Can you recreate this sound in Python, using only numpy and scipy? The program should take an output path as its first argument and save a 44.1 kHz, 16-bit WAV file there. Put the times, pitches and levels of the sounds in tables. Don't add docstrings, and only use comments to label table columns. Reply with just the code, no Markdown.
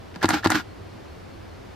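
import sys
import numpy as np
from scipy import signal
from scipy.fft import rfft, irfft, next_fast_len
from scipy.io import wavfile
from scipy.ndimage import map_coordinates

SR = 44100
rng = np.random.default_rng(int(sys.argv[2]) if len(sys.argv) > 2 else 0)


def int16_out(signal):
    q = np.round(np.clip(np.atleast_2d(signal).T, -1, 1) * 32767)
    wavfile.write(sys.argv[1], SR, q.astype(np.int16))


N = 77175

# mirror lands t/s, first curtain lands t/s, level/dB
EXPOSURES = [(.2435, .2892, 0), (.4594, .5024, 0)]
# f/Hz, side over mid/dB
WIDTH = [(60, -19), (270, 8), (450, 4), (1200, -6.5), (3300, -8.5), (5500, -2.5), (8500, 9.5), (15000, 4)]
SIDES = np.array([[1], [-1]])


def blows():
    # t/s, thud/dB, ring/dB, clack/dB, tick/dB
    catch_blows = [(0.143, -52, -52, -37.5, -63), (.151, -66, -48, -38, -52),
                   (0.1591, -30.5, -34, -27.5, -46.5)]
    # delay/s, thud/dB, ring/dB, clack/dB, tick/dB
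    mirror_blows = [(-.015, -51, -23.5, -23.5, -27), (-.0095, -31, -24.5, -16.5, -44),
                    (0, -7.5, -15.5, -15, -34), (.0125, -33, -24, -15, -28.5)]
    # delay/s, thud/dB, ring/dB, clack/dB, tick/dB
    curtain_blows = [(-.006, -60, -31, -43, -42), (0, -20.5, -16, -24, -17), (.0102, -34, -23.5, -45, -29),
                     (.016, -24.5, -17.5, -16, -23.5), (.0445, -18.5, -25, -28, -35),
                     (.054, -17, -24, -24, -31.5)]
    out = np.zeros((2, N))
    for start, *levels in catch_blows:
        add(out, start, blow(*levels))
    for stage, hits in enumerate([mirror_blows, curtain_blows]):
        for delay, *levels in hits:
            hit = blow(*levels, stage=stage)
            for *landings, db in EXPOSURES:
                add(out, landings[stage] + delay, amp(db) * hit)
    return out


def blow(thud_db, ring_db, clack_db, tick_db, stage=0):
    # f/Hz, level/dB
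    clack_spectrum = [(60, -44), (200, -32), (500, 5), (1000, -0.5), (1800, -2.5), (2600, 4), (3200, -3.5),
                      (3800, 3), (4800, -3), (6000, -11), (9000, -46), (16000, -47)]
    # f/Hz, level/dB
    tick_spectrum = [(1500, 0), (3500, -23), (5000, -4.5), (6500, 0), (8300, 2), (10000, -5.5), (13000, -6),
                     (14500, -26), (16000, -29)]
    t = np.arange(SR // 4) / SR
    tail = amp(-17.5) * fade(t, t60=0.037)
    clack = noise(clack_spectrum, WIDTH, len(t)) * (fade(t, t60=0.008) + tail)
    tick = noise(tick_spectrum, WIDTH, len(t)) * (fade(t, t60=0.021) + tail)
    snap = amp(ring_db) * box_ring(t) + amp(clack_db) * clack + amp(tick_db) * tick
    return amp(thud_db) * body_thud(t, stage) + snap * rise(t, attack=0.00025)


def body_thud(t, stage):
    # f/Hz, level/dB, t60/s
    modes = [(195.3, -17, 0.14), (270.6, -5, 0.071), (324.4, 0.5, 0.067), (334, -25, 0.025),
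             (485, -11, 0.0059)]
    pitch, length = (0.94, 1.35) if stage else (0.99, 0.9)
    phase = 0.14 * SIDES
    tone = sum(amp(db) * fade(t, length * t60) * np.cos(2 * np.pi * pitch * hz * t + phase)
               for hz, db, t60 in modes)
    return -rise(t, attack=0.0015) * tone


def box_ring(t):
    # f/Hz, level/dB, t60/s, left over right/dB
    modes = [(650, -14.5, 0.058, -2), (695.5, -9.5, .05, -4.5), (772, -7.5, 0.042, -3),
             (834, -9, 0.046, 10.5), (895, -8, 0.065, 4), (968, -11.5, 0.068, 0), (998, -6.5, 0.042, 6.5),
             (1195, -13.5, 0.046, 9), (1406, -6, 0.039, 3), (1510, -9, 0.029, 3), (1652, -3, 0.031, 0),
             (1834, -10, 0.034, 4), (2077, -15, 0.028, -18)]
    scatter_db, side_radians = 1.5, 0.28
    out = np.zeros((2, len(t)))
    for hz, db, t60, pan in modes:
        strength, angle, lean = rng.standard_normal(3)
        gain = amp(db + scatter_db * strength + SIDES * pan / 2)
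        phase = np.pi * angle + SIDES * side_radians * np.sign(lean)
        out += gain * fade(t, t60) * np.sin(2 * np.pi * hz * t + phase)
    return out


def gears():
    # delay/s, level/dB
    lifting = [(-.032, -41), (-.023, -38.5), (-.013, -24), (-.003, -21.5), (.012, -33), (.024, -42.5),
               (.04, -79)]
    # delay/s, level/dB
    cocking = [(-.009, -60), (-.002, -30.5), (.02, -25.5), (.036, -27), (.054, -18.5), (0.073, -28),
               (.096, -29), (.11, -38.5), (0.126, -53)]
    # f/Hz, level/dB
    spectrum = [(40, -20), (200, 8.5), (310, 3.5), (450, -4), (620, -5.5), (830, 1), (1120, 0.5),
                (1450, 9.5), (1900, 0.5), (2200, -1), (2500, -1.5), (3200, -4.5), (3900, -3.5),
                (4700, -5.5), (6000, -11.5), (8000, -14.5), (10000, -33), (13000, -14), (16000, -52)]
    tooth_hz, jitter_teeth, scatter_db = 539.5, .25, 2
    out, size = np.zeros((2, N)), SR // 4
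    t = np.arange(size) / SR
    for stage, curve in enumerate([lifting, cocking]):
        lead = curve[0][0]
        drive = amp(np.interp(t + lead, *np.transpose(curve), right=-np.inf))
        slip, force, *polarities = rng.standard_normal((256, 4)).T
        contacts = np.abs((np.arange(len(slip)) + jitter_teeth * slip) * SR / tooth_hz).astype(int)
        kicks = amp(scatter_db * force) * np.sign(polarities)
        teeth = np.array([np.bincount(contacts, row, size)[:size] for row in kicks])
        shake = lambda body: unit(signal.fftconvolve(teeth[:1], body, axes=1)[:, :size])
        rattle = amp(-4.5) * spread(teeth, spectrum, WIDTH)
        thud = amp(-12) * shake(body_thud(t, stage))
        for *landings, db in EXPOSURES:
            ring = amp(-10) * shake(box_ring(t))
            rub = amp(-6) * noise(spectrum, WIDTH, size)
            add(out, landings[stage] + lead, amp(db) * drive * (rattle + thud + ring + rub))
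    return out


def latches():
    # delay from the landing/s, level/dB
    trips = [(-.0255, -11.5), (-.006, -12.5)]
    t, out = np.arange(SR // 8) / SR, np.zeros((2, N))
    spring = rise(t, attack=0.0021) * fade(t, t60=0.012) * np.sin(2 * np.pi * 1680 * t)
    for *landings, db in EXPOSURES:
        for landing, (delay, latch_db) in zip(landings, trips):
            add(out, landing + delay, amp(db + latch_db) * spring)
    return out


def recoil():
    push_delay_s, push_width_s, sway_hz = .0014, .0003, 98.2
    t, out = np.arange(SR // 3) / SR, np.zeros((2, N))
    u = (t - push_delay_s) / push_width_s
    push = amp(-10.5) * (1 - u ** 2) * np.exp(-u ** 2 / 2)
    sway = amp(-16) * rise(t, attack=0.013) * fade(t, t60=0.12) * np.sin(2 * np.pi * sway_hz * t)
    for landing, _, db in EXPOSURES:
        add(out, landing, amp(db) * (push + sway))
    return out


def release_tap():
    t, out = np.arange(SR // 4) / SR, np.zeros((2, N))
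    note = rise(t, attack=0.0015) * fade(t, t60=.12) * np.cos(2 * np.pi * 180 * t)
    add(out, start=.16, sound=-amp(-31) * note)
    return out


def diffuse_ring(x):
    t = np.arange(SR // 2) / SR
    tail = rng.standard_normal((2, len(t))) * fade(t, t60=0.13)
    drive = highpassed(x, hz=493, order=2)
    return signal.fftconvolve(drive, tail / np.linalg.norm(tail[0]), axes=1)[:, :N]


def night():
    # f/Hz, level/dB
    hiss_spectrum = [(15, -48), (25, -24), (50, -11.5), (87, -7), (141, -12.5), (290, -13), (350, -11),
                     (490, -16.5), (695, -17.5), (1000, -22), (2000, -28.5), (3800, -35), (4700, -35.5),
                     (7700, -47), (13000, -51.5), (14500, -56), (16000, -68)]
    # f/Hz, side over mid/dB
    hiss_width = [(60, -40), (120, -4.5), (240, 3), (480, 1.5), (950, 0), (1890, -4.5), (3770, -5.5),
                  (7520, -4.5), (15000, 0.5)]
    # t/s, level/dB
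    swell = [(0, 2), (.75, 2), (1.08, 2.6), (1.4, 2), (1.75, 2.5)]
    # f/Hz, level/dB
    rumble_spectrum = [(40, -29), (68, -14.5), (92, -3), (108, -6), (135, -34), (300, -50)]
    t = np.arange(N) / SR
    wobble_db = map_coordinates(rng.standard_normal(64), [t * 12], mode="mirror")
    hiss = amp(-44 + np.interp(t, *np.transpose(swell))) * noise(hiss_spectrum, hiss_width, N)
    rumble = amp(-50 + wobble_db) * noise(rumble_spectrum, WIDTH, N)
    return hiss + rumble


def cricket():
    # t/s, level of the first stroke/dB
    chirps = [(0.665, -60), (.867, -63), (1.078, -61.5), (1.287, -60.5), (1.497, -61.5)]
    pitch_hz, sag_hz_per_s = 4320, 7000
    stroke_s, period_s, growth_db = 0.014, 0.023, 2.5
    t, out = np.arange(SR // 16) / SR, np.zeros((2, N))
    envelope = np.sin(np.pi * np.minimum(t / stroke_s, 1))
    stroke = envelope * np.sin(2 * np.pi * (pitch_hz - sag_hz_per_s * t / 2) * t)
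    for start, db in chirps:
        for k in range(3):
            add(out, start + k * period_s, amp(db + k * growth_db) * stroke)
    return out


def amp(db):
    return 10 ** (np.asarray(db) / 20)


def unit(x):
    return x / np.sqrt(np.mean(x ** 2) + 1e-20)


def rise(t, attack):
    return 1 - np.exp(-t / attack)


def fade(t, t60):
    return np.exp(-np.log(1000) * t / t60)


def add(out, start, sound):
    i = round(start * SR)
    out[:, i:i + sound.shape[-1]] += sound[..., :N - i]


def eq_gain(curve, hz):
    f, db = np.transpose(curve)
    return amp(np.interp(np.log(hz + 1), np.log(f + 1), db))


def filtered(x, response):
    n = x.shape[-1]
    padded = next_fast_len(n + 8192)
    return irfft(rfft(x, padded) * response(np.fft.rfftfreq(padded, 1 / SR)), padded)[..., :n]


def highpassed(x, hz, order):
    return signal.sosfilt(signal.butter(order, hz, "high", fs=SR, output="sos"), x)


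def spread(pair, spectrum, width):
    def response(hz):
        ratio = eq_gain(width, hz)
        return eq_gain(spectrum, hz) * np.array([np.ones_like(hz), ratio]) / np.hypot(1, ratio)
    mid, side = filtered(pair, response)
    return unit(mid + SIDES * side)


def noise(spectrum, width, size):
    return spread(rng.standard_normal((2, size)), spectrum, width)


def scene():
    camera = highpassed(release_tap() + latches() + blows() + recoil() + gears(), hz=60, order=3)
    return camera + amp(-12.5) * diffuse_ring(camera) + night() + cricket()


def record(dry):
    return filtered(dry, lambda hz: hz < 15600)


dry = scene()
out = record(dry)
int16_out(out)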